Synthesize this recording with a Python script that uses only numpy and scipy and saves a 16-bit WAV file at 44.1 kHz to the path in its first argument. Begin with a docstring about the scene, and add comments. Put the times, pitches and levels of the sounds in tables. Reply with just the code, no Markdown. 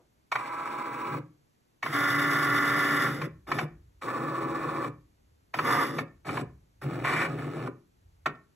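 """Desktop craft cutter at work

Carriage and mat run in short moves close to a two-port microphone.
Geared motors grind and buzz through a plastic housing: shaft-locked noise, tooth-gated scraping, gear tones.
Gear slack knocks as noise bursts ringing the case; the motor drive whines near 15.6 kHz.
The desk hums along and a small quiet room rings briefly, over room tone, hiss and a low rumble."""
import sys
import numpy as np
from scipy import signal
from scipy.fft import rfft, irfft, next_fast_len
from scipy.io import wavfile
from scipy.ndimage import uniform_filter1d

SR = 44100
rng = np.random.default_rng(int(sys.argv[2]) if len(sys.argv) > 2 else 0)


def generate_wav(signal):
    """Clip the signal to [-1, 1] and save it as 16-bit WAV at the path in sys.argv[1]."""
    frames = np.transpose(np.atleast_2d(signal))
    scaled = np.clip(frames, -1, 1) * 32767
    pcm = np.round(scaled).astype(np.int16)
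    wavfile.write(sys.argv[1], SR, pcm)


N = 377055


def amp(db):
    """Amplitude factor of a level in dB."""
    return 10 ** (np.asarray(db) / 20)


def noise(length):
    """White Gaussian noise."""
    return rng.standard_normal(length)


def evened(x):
    """Scales to rms 1."""
    return x / np.sqrt(np.mean(x ** 2) + 1e-20)


def read(points, hz):
    """Interpolates a spectrum table along log frequency."""
    f, value = np.transpose(points)
    return np.interp(np.log(hz + 1), np.log(f + 1), value)


def add(mix, start_s, sound):
    """Adds a sound into the mix at its start, cut at the mix's end."""
    part = mix[..., round(start_s * SR):][..., :sound.shape[-1]]
    part += sound[..., :part.shape[-1]]


def colour(x, points, panels=()):
    """Filters by a dB spectrum with narrow resonances on top; rms 1."""
    size = next_fast_len(len(x) + 4096)
    hz = np.fft.rfftfreq(size, 1 / SR)
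    db = read(points, hz)
    for f, width_hz, lift_db in panels:
        db = db + lift_db / (1 + (2 * (hz - f) / width_hz) ** 2)
    return evened(irfft(rfft(x, size) * amp(db), size)[:len(x)])


def wander(length, hz):
    """Slow chance about zero, rms 1."""
    width = int(SR / hz)
    slow = uniform_filter1d(uniform_filter1d(noise(length), width), width)
    return evened(slow - slow.mean())


def ring(modes, t):
    """Sum of exponentially decaying sines, one a mode (Hz, dB, t60 s)."""
    f, db, t60 = np.transpose(modes)[:, :, None]
    return (amp(db - 60 * t / t60) * np.sin(2 * np.pi * f * t)).sum(0)


# Port phase step. Each row: frequency in Hz, left lead in radians.
PORTS = [(0, 0), (100, -.1), (250, -.3), (450, -.5), (900, -1), (1500, 0), (2200, .2), (3500, .6),
         (4300, 1.3), (5000, 3.1), (5500, 5.2), (5900, 6.28), (6700, 6.5), (8000, 8.2), (8800, 9.3),
         (9100, 3 * np.pi), (10100, 3 * np.pi), (11000, 10.7), (12300, 12.57), (13800, 12.57),
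         (15000, 14.8)]
# Port level step. Each row: frequency in Hz, left minus right in dB.
TILT = [(60, -2.5), (350, 2.5), (1200, -3.5), (2000, 2), (2500, -0.5), (3100, -1), (3600, 2.5), (4600, -3),
        (5200, -1), (5700, 0.5), (7000, 1)]


def ports(x, other, likeness):
    """Two ports: a shared part with phase and level steps by pitch, and an unshared part of opposite sign."""
    hz = np.fft.rfftfreq(N + 1, 1 / SR)
    step = amp(read(TILT, hz) / 2) * np.exp(.5j * read(PORTS, hz))
    same = np.clip(read(likeness, hz), -1, 1)
    shared = np.sqrt((1 + same) / 2) * rfft(x, N + 1)
    apart = np.sqrt((1 - same) / 2) * rfft(other, N + 1) * np.array([[1], [-1]])
    return irfft((shared + apart) * np.array([step, 1 / step]), N + 1)[:, :N]


# Room air. Each row: frequency in Hz, left-right likeness from -1 to 1.
SAME = [(60, .95), (250, .3), (700, -.7), (1200, -.6), (1700, 0), (2100, .4), (3300, .1), (5000, .6),
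        (6200, .95), (7500, .65), (8800, 1), (10200, 1), (11000, .72), (13000, 1)]
# Room tone and hiss spectrum. Each row: frequency in Hz, level in dB per Hz.
FLOOR = [(20, -19), (60, -11), (100, -8), (170, -10), (300, -13), (500, -17), (800, -21), (1300, -24),
         (2500, -29), (5200, -32), (8900, -33), (11500, -31), (12900, -42), (13900, -70)]
# Low rumble before its wobble. Each row: time in seconds, level in dB.
SWAY = [(0, -87.5), (0.7, -72), (1.2, -67), (1.6, -89), (2.1, -67), (4.4, -62.5), (5.201, -65.5),
        (7.6, -64), (8.55, -68)]


def air():
    """Room tone and microphone hiss, a low rumble that comes and goes, the last ring of an earlier move."""
    t = np.arange(N) / SR
    floor_db, wobble_db, fading_db, fall_db_per_s = -69.5, 4, -63, 190
    hiss = ports(colour(noise(N), FLOOR), colour(noise(N), FLOOR), SAME)
    low = colour(noise(N), [(20, -39.5), (35, -9), (55, -0.5), (95, -2), (160, -27), (300, -60)])
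    low_db = np.interp(t, *np.transpose(SWAY)) + wobble_db * wander(N, 6)
    last = colour(noise(N), [(150, -20), (300, -0.5), (800, -10), (1600, -19.5), (3000, -50)])
    fading = amp(fading_db - fall_db_per_s * t) * last
    return fading + amp(floor_db) * hiss + amp(low_db) * low


# Room decay. Each row: frequency in Hz, t60 in seconds.
ROOM = [(100, .55), (260, .38), (700, .28), (1800, .3), (2600, .26), (4000, .15), (6000, .1), (12000, .07)]
# Room tail colour: a dip near 3 kHz, brighter above. Each row: frequency in Hz, tail level in dB.
TAIL_COLOUR = [(2500, -5), (3100, -8), (8000, 3)]


def room(x):
    """Sparse taps of random sign, each band dying at its own speed."""
    taps, slots = np.zeros(SR // 2), np.arange(300, SR // 2 - 20, 20)
    taps[slots + rng.integers(0, 20, len(slots))] = rng.choice([-1., 1.], len(slots))
    hz, t, z = signal.stft(taps, SR, nperseg=512)
    decay_db = read(TAIL_COLOUR, hz)[:, None] - 60 * t / read(ROOM, hz)[:, None]
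    tail = signal.istft(z * amp(decay_db), SR, nperseg=512)[1]
    return signal.fftconvolve(x, tail / np.linalg.norm(tail))[:N]


def scattered(x):
    """The same sound after bouncing among nearby parts for some milliseconds."""
    burst = rfft(noise(4096) * np.exp(-np.arange(4096) / 500))
    power = uniform_filter1d(abs(burst) ** 2, 30)
    return signal.oaconvolve(x, irfft(burst / np.sqrt(power)))[:N]


# Desk modes. Each row: frequency in Hz, relative level in dB, t60 in seconds.
DESK = [(126, -16, .4), (158, -14, .4), (235, -19, .4), (300, -16, .45), (345, -17, .4), (410, -19, .4)]


def desk(machine):
    """The machine's sound excites desk modes that hum on after each stop."""
    response = amp(-48.5) * ring(DESK, np.arange(SR // 2) / SR)
    return signal.fftconvolve(machine, response)[:N]


# Case modes, softened and shortened in use. Each row: frequency in Hz, raw level in dB, raw t60 in seconds.
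CASE = [(468, -21.5, 0.027), (800.6, -35, 0.061), (1079.5, -15.5, 0.08), (1246, 4, 0.01),
        (1360, -3, 0.0092), (1815, 5.5, 0.043), (2233, 3, 0.064), (3050, -40, 0.39), (2950, -32, 0.21),
        (3420, -40.5, 0.053), (3600, -31, 0.031), (4110, -44, 0.059), (4370, -32.5, 0.065),
        (4700, -41.5, 0.063)]
# Case rumble spectrum. Each row: frequency in Hz, level in dB per Hz.
RUMBLE = [(130, -39.5), (215, -5.5), (290, 0), (360, -1), (394, -3.5), (426, -2), (565, -7.5), (600, -12),
          (780, -34), (1320, -120)]
# Carriage motor fizz spectrum, also the knock's tick. Each row: frequency in Hz, level in dB per Hz.
FIZZ = [(2000, -48), (2800, -3.5), (3100, -13.5), (3500, 1), (4100, -17.5), (5100, -2.5), (5700, -11.5),
        (6500, -15.5), (7600, -14), (8400, -12.5), (10300, -8), (11500, -8), (12800, -19.5), (13300, -28),
        (13800, -70.5)]


def knock(s, db, hz, upper_db, tick_db, thump_db):
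    """A short swelling rattle rings the case, most near its brightest pitch; the desk thumps."""
    t = np.arange(SR // 5) / SR
    rattle = noise(len(t)) * (t / .004) ** 3 * np.exp(-t / .0025)
    lower = [(f, .5 * g - 9 * np.log2(f / hz) ** 2, np.clip(.3 * d, .008, .03))
             for f, g, d in CASE if f < 1600]
    upper = [(f, .6 * g, np.clip(.4 * d, .008, .025)) for f, g, d in CASE if f >= 1600]
    parts = [signal.fftconvolve(rattle, ring(modes, t))[:len(t)] for modes in (lower, upper)]
    parts.append(colour(rattle, FIZZ))
    click = sum(amp(g) * p / abs(p).max() for g, p in zip((db, upper_db, tick_db), parts))
    click = signal.lfilter(*signal.butter(3, 620, "high", fs=SR), click)  # the click keeps no bass
    bass = [(70, -24.5), (130, 0)] + RUMBLE[1:4] + [(500, -6.5), (900, -30.5), (1500, -80.5)]
    thump = amp(thump_db - 60 * t / 0.22) * np.minimum(t / .025, 1) * colour(noise(len(t)), bass)
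    return s - .007, click + thump  # the rattle swells for about 7 ms


# Gear slack taking up. Each row: time of swell in seconds, lower ring peak in dB before the bass cut,
# brightest pitch in Hz, upper ring peak in dB, tick peak in dB, bass thump in dB.
KNOCKS = [(0.321, -19.5, 1146, -21.5, -54, -49.5), (0.358, -14.5, 1192, -22.5, -36, -49),
          (1.831, -23.5, 1145, -21.5, -59, -48), (1.863, -20.5, 970, -34.5, -42, -52),
          (3.219, -22.5, 1299, -29.5, -56, -45.5), (3.472, -45, 1097, -46, -55, -45.5),
          (3.519, -15.5, 1040, -20.5, -54.5, -54), (3.589, -17, 1068, -20.5, -43, -48.5),
          (4.021, -29, 1290, -38, -58, -51), (4.846, -30, 1260, -36, -50, -47.5),
          (5.543, -21.5, 1145, -24, -59.5, -54), (5.591, -15, 1110, -22.5, -36, -55),
          (5.988, -18.5, 1054, -21, -54, -41), (6.252, -40, 833, -46, -53.5, -47.5),
          (6.293, -23.5, 1460, -26.5, -41, -55), (6.374, -20, 1194, -33, -40, -53.5),
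          (6.82, -33, 1374, -44, -43, -41), (6.836, -38, 1300, -41, -39.5, -61),
          (7.049, -20, 1140, -34, -70.5, -50), (7.39, -36, 1300, -31.5, -47, -60.5),
          (7.675, -25.5, 1280, -41.5, -49.5, -38.5), (8.263, -14, 1150, -22, -66, -31.5)]


def knocks(machine):
    """Gear slack knocks through the case, one a row."""
    for row in KNOCKS:
        add(machine, *knock(*row))


def gear_tones(tones, shaft_hz, turns, speed):
    """Gear tones turn with the shaft, waver a little and sound near cruising speed."""
    out = np.zeros(len(turns))
    cruising = np.clip(speed * 12 - 11, 0, 1) * np.sqrt(2)
    for hz, db in tones:
        order = hz / shaft_hz
        if abs(order - round(order)) < .25:
            order = round(order)  # most are whole shaft orders
        waver = amp(db - .5 + 1.5 * wander(len(turns), 8))
        out += cruising * waver * np.cos(2 * np.pi * (order * turns + rng.random()))
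    return out


def drive_whine(t, turns):
    """Chopper whine, with a side tone below it from the commutator segments."""
    whine_hz, segments = 15625, 5
    carrier = whine_hz * t
    return 1.6 * np.cos(2 * np.pi * carrier) + .6 * np.cos(2 * np.pi * (carrier - segments * turns))


# Housing panels. Each row: frequency in Hz, width in Hz, lift in dB.
PANELS = [(327, 40, 3.5), (987, 27, 2.5), (1132, 56, 4.5), (1262, 21, 5.5), (1440, 36, 5), (1740, 46, 5.5),
          (2050, 110, 5.5), (2316, 50, 3), (2920, 51, 9.5), (3580, 37, 4.5), (5650, 72, 2.5)]
# Desk boom spectrum. Each row: frequency in Hz, level in dB per Hz.
BOOM = [(50, -47.5), (85, -17), (110, -9.5), (130, -1), (158, -1.5), (190, -11), (240, -28.5), (400, -67.5)]
# Roller feed fizz spectrum. Each row: frequency in Hz, level in dB per Hz.
FEED_FIZZ = [(2000, -51), (2800, -8), (3600, 0), (4200, -4), (5500, -4.5), (6200, -14), (7800, -5.5),
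             (8400, -1.5), (9500, -9), (10300, -9), (12500, -15), (13200, -26), (13800, -74)]


def move(row, drive):
    """Worn gears repeat one rough pattern every shaft turn, under scraping that each tooth gates."""
    housing, hiss, tones, shaft_hz, repeat = drive
    start, up, down, late, stop, grind_db, fizz_db, boom_db, *ends_db = row
    rise_s, fall_s, shake_s, linger_s = .07, .1, .04, .02  # case and desk outlast the gears
    t = np.arange(start, stop + linger_s, 1 / SR)

    # levels: at crawl every move grinds alike
    crawl_grind_db, crawl_fizz_db, crawl_rumble_db, crawl_whine_db = -42, -51.5, -2, -9.5  # last two relative
    late_db, late_s = -41.5, .035  # the desk boom settles to a common late level
    full = np.interp(t, [up - rise_s, up, down, down + fall_s], [0, 1, 1, 0])
    running = np.clip((stop - t) / 0.013, 0, 1)
    shaking = np.clip((t - start) / shake_s, 0, 1)
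    grind_level = running * amp(crawl_grind_db + (grind_db - crawl_grind_db) * full)
    fizz_level = running * amp(crawl_fizz_db + (fizz_db - crawl_fizz_db) * full)
    boom_level = shaking * amp(np.interp(t, [late, late + late_s], [boom_db, late_db]))
    rumble_db = np.interp(t, [start, stop], ends_db[:2]) + crawl_rumble_db * (1 - full)
    rumble_level = shaking * amp(rumble_db)
    whine_db = np.interp(t, [up, stop], ends_db[2:]) + crawl_whine_db * (1 - full)
    whine_level = running * amp(whine_db)

    # shaft: ramps up, cruises, slows
    speed = np.interp(t, [start, up, down, stop + .03], [.5, 1, 1, .4])
    turns = np.cumsum(shaft_hz * speed * (1 + .0008 * wander(len(t), 9))) / SR

    # gear contact
    teeth = 11
    wear = noise(int(SR / shaft_hz))
    pattern = wear[(turns % 1 * len(wear)).astype(int)]
    gate = 0.22 + np.exp(-(teeth * turns % 1) / 0.46)
    chatter = amp(1.2 * wander(len(t), 120) + .6 * wander(len(t), 25))  # uneven contact
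    swell_db = 2.2 if hiss == FEED_FIZZ and tones else 1.2
    chatter = chatter * amp(swell_db * np.cos(2 * np.pi * turns))  # off-centre pinion, once a turn
    repeat = np.clip(repeat, 0, 1)
    scraping = evened(gate * chatter * noise(len(t)))
    scrape = np.sqrt(repeat) * pattern + np.sqrt(1 - repeat) * scraping

    out = grind_level * colour(scrape, housing, PANELS)
    out += rumble_level * colour(noise(len(t)), RUMBLE, PANELS)
    out += boom_level * colour(noise(len(t)), BOOM)
    belt = 1 + (hiss == FIZZ) * 1.5 * np.exp(-((turns / 3 - .14) % 1) / .06)  # pulley tick every third turn
    out += fizz_level * colour(belt * np.sqrt(gate) * chatter * noise(len(t)), hiss, PANELS)
    out += gear_tones(tones, shaft_hz, turns, speed)
    out += whine_level * drive_whine(t, turns)
    return start, out * np.clip((t - start) / 0.02, 0, 1) * np.clip((t[-1] - t) / 0.0091, 0, 1)


# Grind through the housing, by way of driving. 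Each row: frequency in Hz, level in dB per Hz.
FEED_IN = [(320, -38.5), (550, -15), (744, -17.5), (801, -11.5), (875, -13), (1010, 0.5), (1060, -7),
           (1140, -4.5), (1250, -9), (1350, -5), (1410, -19), (1620, -9), (1750, -23.5), (2330, -13.5),
           (3200, -39.5), (4160, -72.5), (7040, -120)]
FEED_OUT = [(320, -33), (550, -6), (592, -20), (744, -15), (825, -10.5), (868, -16), (1130, -4.5),
            (1380, -15.5), (1510, -16.5), (1600, -23), (1760, -15.5), (2100, -27.5), (2350, -19),
            (2720, -32), (3200, -57), (4160, -64), (7040, -120)]
TRAVERSE = [(320, -51.5), (550, -20), (614, -13), (801, -5.5), (868, -11.5), (1160, -3.5), (1260, -2.5),
            (1410, 0), (1530, -6.5), (1800, -5.5), (1900, -2.5), (2070, -4.5), (2530, -19), (2890, -29.5),
            (3200, -18.5), (4160, -60), (7040, -120)]
DIAGONAL = [(320, -62.5), (550, -12.5), (650, -29.5), (726, -15), (812, -16), (927, -12.5), (1100, -10),
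            (1190, -7), (1290, -11.5), (1640, -18.5), (1810, -13), (2900, -35), (3770, -70.5), (6380, -120)]
HOP = [(320, -35), (550, -11.5), (813, -12.5), (856, -14), (1130, -6), (1390, -14.5), (1510, -7),
       (1640, -16), (1810, -4.5), (2130, -13), (2350, -7.5), (2680, -21), (3200, -28), (4160, -43),
       (7040, -120)]
CREEP = [(320, -41), (550, -31), (628, -4.5), (783, -4), (856, -6), (984, -12), (1260, -4.5), (1590, -15),
         (1760, -9.5), (1920, -20.5), (2330, -13.5), (2680, -21.5), (3200, -31), (4160, -42), (7040, -120)]
# Strongest tones at cruise, mostly gear tones snapped to shaft orders; the feed-out one at 1136 Hz is a narrow
# resonance. Each row: frequency in Hz, level in dB rms.
FEED_IN_TONES = [(328.4, -50), (495.3, -62), (656.8, -61), (823.6, -48), (990.5, -45), (1141, -49),
                 (1168, -51), (1319, -46), (1486, -57), (1588, -56)]
FEED_OUT_TONES = [(129.2, -49), (328.4, -40), (463.0, -52), (656.8, -56), (823.6, -52), (1001, -52),
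                  (1136, -44), (1314, -52), (1480, -54), (1750, -55)]
TRAVERSE_TONES = [(285.3, -39), (393.0, -46), (522.2, -54), (576.0, -49), (678.3, -56), (807.5, -52),
                  (990.5, -49), (1044, -50), (1071, -51), (1098, -48), (1120, -47), (1147, -39),
                  (1174, -42), (1200, -41), (1357, -42), (1384, -42), (1410, -41), (1437, -39), (1486, -51),
                  (1620, -44), (1696, -46), (1750, -39), (1776, -40), (1906, -46), (2008, -43), (2062, -47),
                  (2218, -51), (2272, -55)]
DIAGONAL_TONES = [(285.3, -39), (473.7, -42), (710.6, -42), (952.8, -37), (1044, -43), (1190, -32),
                  (1437, -41), (1771, -42), (2008, -47), (2035, -44)]
# How each move is driven. Each row: grind colour, fizz colour, tones, shaft turns per second at cruise,
# share of the grind repeating every turn from 0 to 1.
DRIVES = [(FEED_IN, FEED_FIZZ, FEED_IN_TONES, 14.98, .3), (TRAVERSE, FIZZ, TRAVERSE_TONES, 26.09, .38),
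          (CREEP, FIZZ, [], 8, .1), (FEED_OUT, FEED_FIZZ, FEED_OUT_TONES, 14.93, .3),
          (DIAGONAL, FIZZ, DIAGONAL_TONES, 21.6, .15), (CREEP, FEED_FIZZ, [], 8, .1), (CREEP, FEED_FIZZ, [],
          8, .1), (HOP, FEED_FIZZ, [], 21.4, .2)]
# Moves. Each row: start, cruise start, cruise end, time the desk boom turns to its late level and stop
# in seconds, then in dB: gear grind, brush fizz and desk boom, case rumble at start and at stop,
# drive whine at cruise start and at stop.
MOVES = [(0.315, 0.40, 1.15, 1.06, 1.195, -37, -56.5, -59, -55, -39, -76, -59),
         (1.824, 1.95, 3.07, 3.01, 3.272, -30.5, -40.5, -43, -42, -37, -56, -62),
         (3.468, 3.54, 3.60, 3.48, 3.65, -39, -51, -42, -37, -39, -76, -76),
         (4.012, 4.08, 4.84, 4.85, 4.893, -34.5, -55, -47, -40, -38, -65, -70),
         (5.533, 5.67, 5.82, 5.94, 6.025, -27, -40.5, -45, -37, -36, -60, -80),
         (6.249, 6.30, 6.39, 6.35, 6.425, -39, -51, -37, -40, -36, -82, -86),
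         (6.812, 6.84, 7.65, 6.98, 7.685, -43, -59, -37, -39, -39, -70, -79),
         (7.035, 7.05, 7.24, 7.27, 7.275, -28, -45, -50, -42, -40, -88, -88)]


def moves(machine):
    """Carriage and feed motors run, one move a row."""
    for row, drive in zip(MOVES, DRIVES):
        add(machine, *move(row, drive))


# Machine at the ports. Each row: frequency in Hz, left-right likeness from -1 to 1.
NEAR = [(100, .99), (400, .96), (900, .88), (1900, .97), (2500, .4), (3300, .3), (4300, .5), (4800, .8),
        (6200, 1), (7300, .75), (8700, 1), (10200, 1), (10700, .85), (12000, .85), (13000, 1)]


def scene():
    """Machine, desk and room reach the two ports over the room air."""
    machine = np.zeros(N)
    moves(machine)
    knocks(machine)
    heard = machine + desk(machine) + amp(-12) * room(machine)
    heard = signal.lfilter(*signal.butter(2, 75, "high", fs=SR), heard)  # the deep bass falls away below 75 Hz
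    return ports(heard, scattered(heard), NEAR) + air()


def record(dry):
    """The band limit: a steep linear-phase low-pass."""
    edge_hz = 15900
    lowpass = signal.firwin(511, edge_hz, window=("kaiser", 9), fs=SR)
    return signal.oaconvolve(dry, lowpass[None], "same")


dry = scene()
out = record(dry)
generate_wav(out)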